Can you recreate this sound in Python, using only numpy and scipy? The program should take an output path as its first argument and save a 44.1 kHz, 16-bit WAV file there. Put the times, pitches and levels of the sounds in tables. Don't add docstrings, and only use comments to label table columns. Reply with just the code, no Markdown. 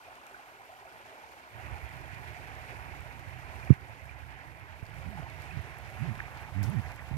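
import sys
import numpy as np
from scipy import signal
from scipy.fft import rfft, irfft
from scipy.io import wavfile
from scipy.ndimage import map_coordinates

SR = 44100
rng = np.random.default_rng(int(sys.argv[2]) if len(sys.argv) > 2 else 0)


def wav_out(sig):
    wavfile.write(sys.argv[1], SR, np.round(np.clip(np.atleast_2d(sig).T, -1, 1) * 32767).astype(np.int16))


def voltage_ratio(level):
    return 10 ** (np.asarray(level, float) / 20)


N = 316194

# time_s, level_db
FLOW_DB = [(0, -0.5), (.3, 0.5), (.6, -1), (.9, 0), (1.47, -1), (1.6, 1.6), (2.1, 0.5), (2.65, 2.3),
           (3.2, 0.75), (3.55, 1.5), (4.15, 3), (4.6, 2.4), (5.2, 1), (5.5, 0.4), (6.15, 2.4), (6.4, 1),
           (6.68, 2.7), (7.17, 1.1)]
GURGLE_FOLLOWS, RUSH_FOLLOWS, SPRAY_FOLLOWS = 0.58, 0.6, 0.47
# freq_hz, density_db_per_hz
RIVER_DB = [(30, -103), (65, -79.5), (130, -85.5), (210, -91.5), (330, -87), (500, -91.5), (750, -84),
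            (1100, -85.5), (1700, -89.5), (2800, -93.5), (4500, -96.5), (8000, -103.0), (12500, -103.6),
            (15500, -110.2)]
# freq_hz, common_share_0_to_1
COMMON_SHARE = [(150, 0.0), (330, .8), (800, .86), (1500, .6), (2600, .48), (4200, .08)]
# pitch_hz, level_db
BUBBLE_DB = [(380, -3), (540, 1), (680, 3), (850, -0.5), (1050, 2.5), (1500, 1.1), (3000, 1)]
# start_s, peak_db, pitch_hz
PLOPS = [(0.082, -34, 702), (0.346, -31, 1450), (0.395, -36.5, 815), (0.472, -38, 744), (0.492, -51, 840),
         (0.596, -39, 770), (0.693, -35.5, 650), (0.727, -35.5, 723), (0.756, -44, 745), (0.854, -38, 660),
         (1.238, -34.5, 870), (1.596, -33, 742), (1.756, -32, 805), (2.937, -35, 820), (3.63, -40, 2350),
         (4.095, -30.5, 2320), (4.573, -76, 826), (5.132, -37.5, 676), (5.175, -31.5, 830),
         (5.224, -34.5, 660), (5.265, -34, 890), (5.512, -34.5, 2470), (2.365, -34, 720),
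         (2.503, -36.5, 760), (2.73, -42, 510), (6.717, -35, 954), (6.729, -38, 665), (6.866, -36, 1950),
         (6.995, -38, 1890)]
# start_s, peak_db, centre_hz, width_octaves, t60_s
TICKS = [(5.783, -45, 11000, 0.74, 0.019), (6.153, -35, 2300, 1.5, 0.0074), (6.191, -37, 1500, 1.2, 0.022),
         (6.199, -34, 1600, 1.4, 0.0086), (6.2025, -20.5, 1780, 0.25, 0.0094),
         (6.628, -39, 13500, .25, 0.02), (6.628, -40, 6540, 6.2, 0.067), (6.637, -39.5, 5100, 0.53, 0.034),
         (6.641, -51.5, 6600, 6, 0.4), (6.698, -42, 10700, 0.32, 0.018), (7.14, -42.5, 1910, 1.3, 0.021)]
# start_s, peak_db
DROPS = [(0.266, -37), (2.725, -54), (3.005, -43), (3.021, -45), (3.56, -47), (4.042, -40), (4.055, -39),
         (4.942, -42), (5.42, -41), (5.9, -41), (6.657, -49), (6.96, -41)]
DROP_HZ, DROP_OCTAVES, DROP_T60_S = 7700, 2.6, 0.0084
# time_s, seal_0_to_1, extra_path_samples
GRIP = [
    (0, 0.0, 10.7),
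    (1.5, 0.22, 12.3),
    (1.56, 0.71, 10.8),
    (4.0, 0.72, 10.5),
    (5.5, 0.77, 8.8),
    (6.5, 0.56, 6.4),
    (7.17, 0.57, 3),
]
# freq_hz, gain_db re open port
SHADED_DB = [(250, -0.5), (450, 1), (700, 2.5), (950, 3.5), (1250, -2.5), (1500, 6), (1900, 3), (2400, 6),
             (2900, 0.5), (3500, -4), (4200, -19), (5000, -10), (7000, -30.5), (12000, -17)]
# freq_hz, gain_db re open port
SEALED_DB = [(250, 10), (450, 4.5), (700, 5), (950, 6.5), (1250, -0.7), (1500, 8), (1900, 14), (2400, 13.5),
             (2900, 6), (3500, -4), (4200, -15.5), (5000, -14), (7000, -33), (12000, -18)]
# time_s, level_db
TREMOR_DB = [(1.5, -86), (1.54, -43), (1.75, -43.5), (2.6, -43), (3.6, -42.5), (4.3, -41.5), (5.0, -41.5),
             (5.4, -43), (5.9, -42), (6.4, -42.5), (6.85, -39.5), (7.17, -44.5)]
# freq_hz, density_db_per_hz
SKIN_DB = [(25, -10), (40, -21), (60, 3), (85, 1.5), (120, -0.5), (150, -5.5), (190, -18), (260, -23)]
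# start_s, peak_db, settling_pitch_hz, length_s, contact_stiffness_ms
THUMPS = [(1.722, -29.5, 75, 0.035, 0.52), (1.829, -30.5, 70, 0.035, 1.5), (3.694, -21, 130, .006, 1.4),
          (3.7027, -.4, 116, .0145, 3.6), (3.7216, -11.5, 106, .0095, .3), (4.719, -43, 95, 0.022, 1.9),
          (4.826, -23, 95, 0.014, 1.6), (5.225, -32.5, 95, 0.028, 1.2), (5.569, -24.5, 106, 0.019, 1.7),
          (5.59, -25.5, 95, 0.018, 0.64), (6.14, -32, 105, 0.01, 0.88), (6.173, -27, 90, 0.0069, 1.7),
          (7.111, -23, 121.5, 0.014, 2.4), (7.129, -24.5, 70, 0.022, 0.98)]
# start_s, peak_db, pitch_hz, length_cycles
NAIL = [
    (3.7018, -15, 1250, 8.0),
]
# start_s, length_s, rest_rate_hz, top_rate_hz, level_db
CREAKS = [
    (5.039, 0.064, 78.6, 90, -30),
    (5.065, .11, 188, 209, -32),
    (5.165, 0.051, 136, 166, -30.5),
    (5.495, 0.09, 138, 176, -33.5),
    (5.983, 0.15, 104.6, 179.4, -25),
    (6.542, 0.123, 92.3, 104.3, -21.5),
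    (6.653, .158, 101, 213, -20.5),
    (7.1, 0.12, 134.4, 138, -28),
]
SLIP_PARTIALS_DB = [2, -1, -2]
SLIP_ARCH = 4.38
SLIP_ATTACK_S, SLIP_RELEASE_S, SLIP_SWELL_DB = 0.027, 0.015, 1.0
# freq_hz, gain_db
HOLLOW_DB = [(70, 1), (95, -2), (125, 2), (200, -10), (300, -18.5), (420, -26), (650, -46)]
DRONE_HZ, DRONE_WIDTH_HZ, DRONE_DB = 70, 9.0, -75.5
WHITE_DB = 10 * np.log10(2 / SR)
DUCK_THRESHOLD, DUCK_DELAY_S = 0.3, 0.03
DUCK_DB, DUCK_ATTACK_S, DUCK_HOLD_S, DUCK_RELEASE_S = -4.5, 0.045, 1.07, 0.21
CUTOFF_HZ = 16400


def rms_one(x):
    return x / np.sqrt(np.mean(x ** 2) + 1e-20)


def in_time(rows):
    time_s, *columns = np.transpose(rows)
    return [np.interp(np.arange(N) / SR, time_s, c) for c in columns]


def at_hz(points, hz):
    freq_hz, value = np.transpose(points)
    return np.interp(np.log(hz + 1e-9), np.log(freq_hz), value)


def bandpass(x, edges_hz):
    return signal.sosfilt(signal.butter(2, edges_hz, "band", fs=SR, output="sos"), x)


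def colour(x, spectrum_db):
    log_gain = at_hz(spectrum_db, np.linspace(0, SR / 2, 8193)) * np.log(10) / 20
    cepstrum = irfft(log_gain)
    cepstrum[1:8192] *= 2
    cepstrum[8193:] = 0
    impulse = irfft(np.exp(rfft(cepstrum)))
    return signal.fftconvolve(x, impulse)[:N]


def drift(rate_hz):
    r = np.exp(-80 * np.pi * rate_hz / SR)
    noise = rng.standard_normal(N // 40 + 2002)
    slow = signal.lfilter([1], [1, -2 * r, r * r], noise)[2000:]
    return np.interp(np.arange(N) / 40, np.arange(len(slow)), rms_one(slow))


def add(track, start_s, sound):
    i = round(start_s * SR)
    track[i:i + len(sound)] += sound[:N - i]


def grains(per_s, spread_db):
    sizes = voltage_ratio(spread_db * np.minimum(rng.exponential(1, N), 4)) * rng.choice([-1, 1], N)
    return sizes * (rng.random(N) < per_s / SR)


def bubble(hz, cycles, rise):
    t = np.arange(int(cycles / hz * SR)) / SR
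    life = t * hz / cycles
    attack = np.minimum(t * hz / 3.5, 1)
    return np.sin(2 * np.pi * hz * t * (1 + rise * life)) * voltage_ratio(-60 * life) * attack


def churn():
    (flow_db,) = in_time(FLOW_DB)
    follows = (GURGLE_FOLLOWS, RUSH_FOLLOWS, SPRAY_FOLLOWS)
    gurgle_db, rush_db, spray_db = [k * flow_db + 0.5 * drift(4.0) for k in follows]
    white = rng.standard_normal((2, 3, N))
    spatter = signal.lfilter([1], [1, -0.988], np.abs(grains(per_s=19, spread_db=5.0)))
    edges_hz = 30 * 2 ** np.arange(0, 9.6, 0.5)
    patch, out = drift(9), 0
    for k, (low, high) in enumerate(zip(edges_hz, np.minimum(edges_hz[1:], 21000))):
        common, left, right = bandpass(white[k % 2], [low, high])
        hz = np.sqrt(low * high)
        rush = at_hz([(900, 0), (1500, 1), (2600, 1), (4000, 0)], hz)
        spray = at_hz([(2600, 0), (4000, 1)], hz)
        patch = 0.6 * patch + 0.8 * drift(14)
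        swell_db = (2 - rush - spray) * gurgle_db + rush * rush_db + spray * spray_db
        flutter_db = (1.53 - 0.54 * spray) * patch + 0.54 * drift(28)
        gain = voltage_ratio(swell_db + flutter_db) * (1 + 0.48 * spray * spatter)
        alike = np.clip(at_hz(COMMON_SHARE, hz), 0, 1)
        same, own = np.sqrt(alike), np.sqrt(1 - alike)
        out = out + gain * np.array([same * common + own * left, same * common + own * right])
    return out


def bubbles():
    born, dealt = grains(per_s=550, spread_db=2.0), rng.integers(0, 14, N)
    rings = np.zeros(N)
    for k, hz in enumerate(np.geomspace(380, 3000, 14)):
        ring = signal.oaconvolve(born * (dealt == k), bubble(hz, cycles=23.7, rise=0.094))[:N]
        rings += ring * np.sqrt(hz) * voltage_ratio(at_hz(BUBBLE_DB, hz))
    return voltage_ratio(-12.0 + 0.96 * in_time(FLOW_DB)[0]) * rms_one(rings)


def plops():
    out = np.zeros(N)
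    for start_s, peak_db, hz in PLOPS:
        add(out, start_s - 0.003, voltage_ratio(peak_db - 7.0) * bubble(hz, cycles=55.0, rise=0.078))
    return out


def ticks():
    out, t = np.zeros(N), np.arange(SR // 4) / SR
    rows = TICKS + [(s, db, DROP_HZ, DROP_OCTAVES, DROP_T60_S) for s, db in DROPS]
    for start_s, peak_db, hz, octaves, t60_s in rows:
        edges_hz = np.minimum(hz * 2 ** (np.array([-0.5, 0.5]) * octaves), 15000)
        puff = rms_one(bandpass(rng.standard_normal(len(t)), edges_hz))
        add(out, start_s, voltage_ratio(peak_db - 60 * t / t60_s) * np.minimum(t / 0.0015, 1) * puff)
    return out


def thumps():
    out, t = np.zeros(N), np.arange(SR // 12) / SR
    for start_s, peak_db, hz, length_s, stiff_ms in THUMPS:
        turns = hz * (t + stiff_ms / 1000 * (1 - np.exp(-t / 0.002)))
        swing = (1 - np.exp(-t / 0.00085)) * np.exp(-(t / length_s) ** 2)
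        add(out, start_s, voltage_ratio(peak_db) * swing * np.sin(2 * np.pi * turns))
    return signal.sosfilt(signal.butter(6, 500, fs=SR, output="sos"), out)


def nail():
    out = np.zeros(N)
    for start_s, peak_db, hz, cycles in NAIL:
        add(out, start_s, voltage_ratio(peak_db) * bubble(hz, cycles, rise=-0.12))
    return out


def creaks():
    out, uneven = np.zeros(N), 1 + 0.022 * drift(45)
    wobble = voltage_ratio([1.3 * drift(30), 2.2 * drift(30), 3.0 * drift(30)])
    for start_s, length_s, rest_hz, top_hz, level_db in CREAKS:
        t = np.arange(int(min(length_s, N / SR - start_s) * SR)) / SR
        at = round(start_s * SR) + np.arange(len(t)) - 1
        arch = np.sin(np.pi * t / length_s) ** SLIP_ARCH
        hz = (rest_hz + (top_hz - rest_hz) * arch) * uneven[at]
        phase = 2 * np.pi * np.cumsum(hz) / SR
        fade = np.minimum(1, np.minimum(t / SLIP_ATTACK_S, (length_s - t) / SLIP_RELEASE_S))
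        shape = fade * voltage_ratio(level_db + SLIP_SWELL_DB * (t / length_s - 3))
        slips = np.zeros(len(t))
        for k, partial_db in enumerate(SLIP_PARTIALS_DB):
            gain = voltage_ratio(partial_db + at_hz(HOLLOW_DB, (k + 1) * hz)) * wobble[k, at]
            slips += gain * np.cos((k + 1) * phase - 0.35 * k)
        add(out, start_s, shape * slips)
    return out


def tremor():
    (level_db,) = in_time(TREMOR_DB)
    pushes = grains(per_s=600, spread_db=2.0)
    rumble = colour(pushes, [(9.5, -31)] + SKIN_DB + [(450, -56), (1500, -100)])
    return voltage_ratio(level_db + 0.3 * drift(19)) * rms_one(rumble)


def drone():
    r, w = np.exp(-np.pi * DRONE_WIDTH_HZ / SR), 2 * np.pi * DRONE_HZ / SR
    moan = signal.lfilter([1, 0, -1], [1, -2 * r * np.cos(w), r * r], rng.standard_normal(N))
    return voltage_ratio(DRONE_DB) * rms_one(moan)


def scene():
    seal, lag_samples = in_time(GRIP)
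    water = churn() + bubbles()
    river = np.array([voltage_ratio(-WHITE_DB - 1.4) * colour(side, RIVER_DB) + plops() for side in water])
    left, right = river + ticks() * [[1], [0.7]]
    right = map_coordinates(right, [np.arange(N) - lag_samples], order=3)
    right = signal.sosfilt(signal.butter(3, 190, "high", fs=SR, output="sos"), right)
    seal = np.clip(seal, 0, 1)
    right = (1 - seal) * colour(right, SHADED_DB) + seal * colour(right, SEALED_DB)
    skin = thumps() + nail() + creaks() + tremor()
    return np.array([left + drone(), right + skin])


def band_limit(x):
    return signal.sosfilt(signal.butter(12, 15730, fs=SR, output="sos"), x)


def record(dry):
    first_over = np.argmax(np.abs(dry).max(axis=0) > DUCK_THRESHOLD)
    since_s = (np.arange(N) - first_over) / SR - DUCK_DELAY_S
    recovery = 1 - (since_s - DUCK_HOLD_S) / DUCK_RELEASE_S
    down = np.clip(np.minimum(since_s / DUCK_ATTACK_S, recovery), 0, 1)
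    low_pass = signal.cheby2(14, 60, CUTOFF_HZ, fs=SR, output="sos")
    mix = signal.sosfilt(low_pass, dry * voltage_ratio(DUCK_DB * down))
    return band_limit(mix)


dry = scene()
out = record(dry)
wav_out(out)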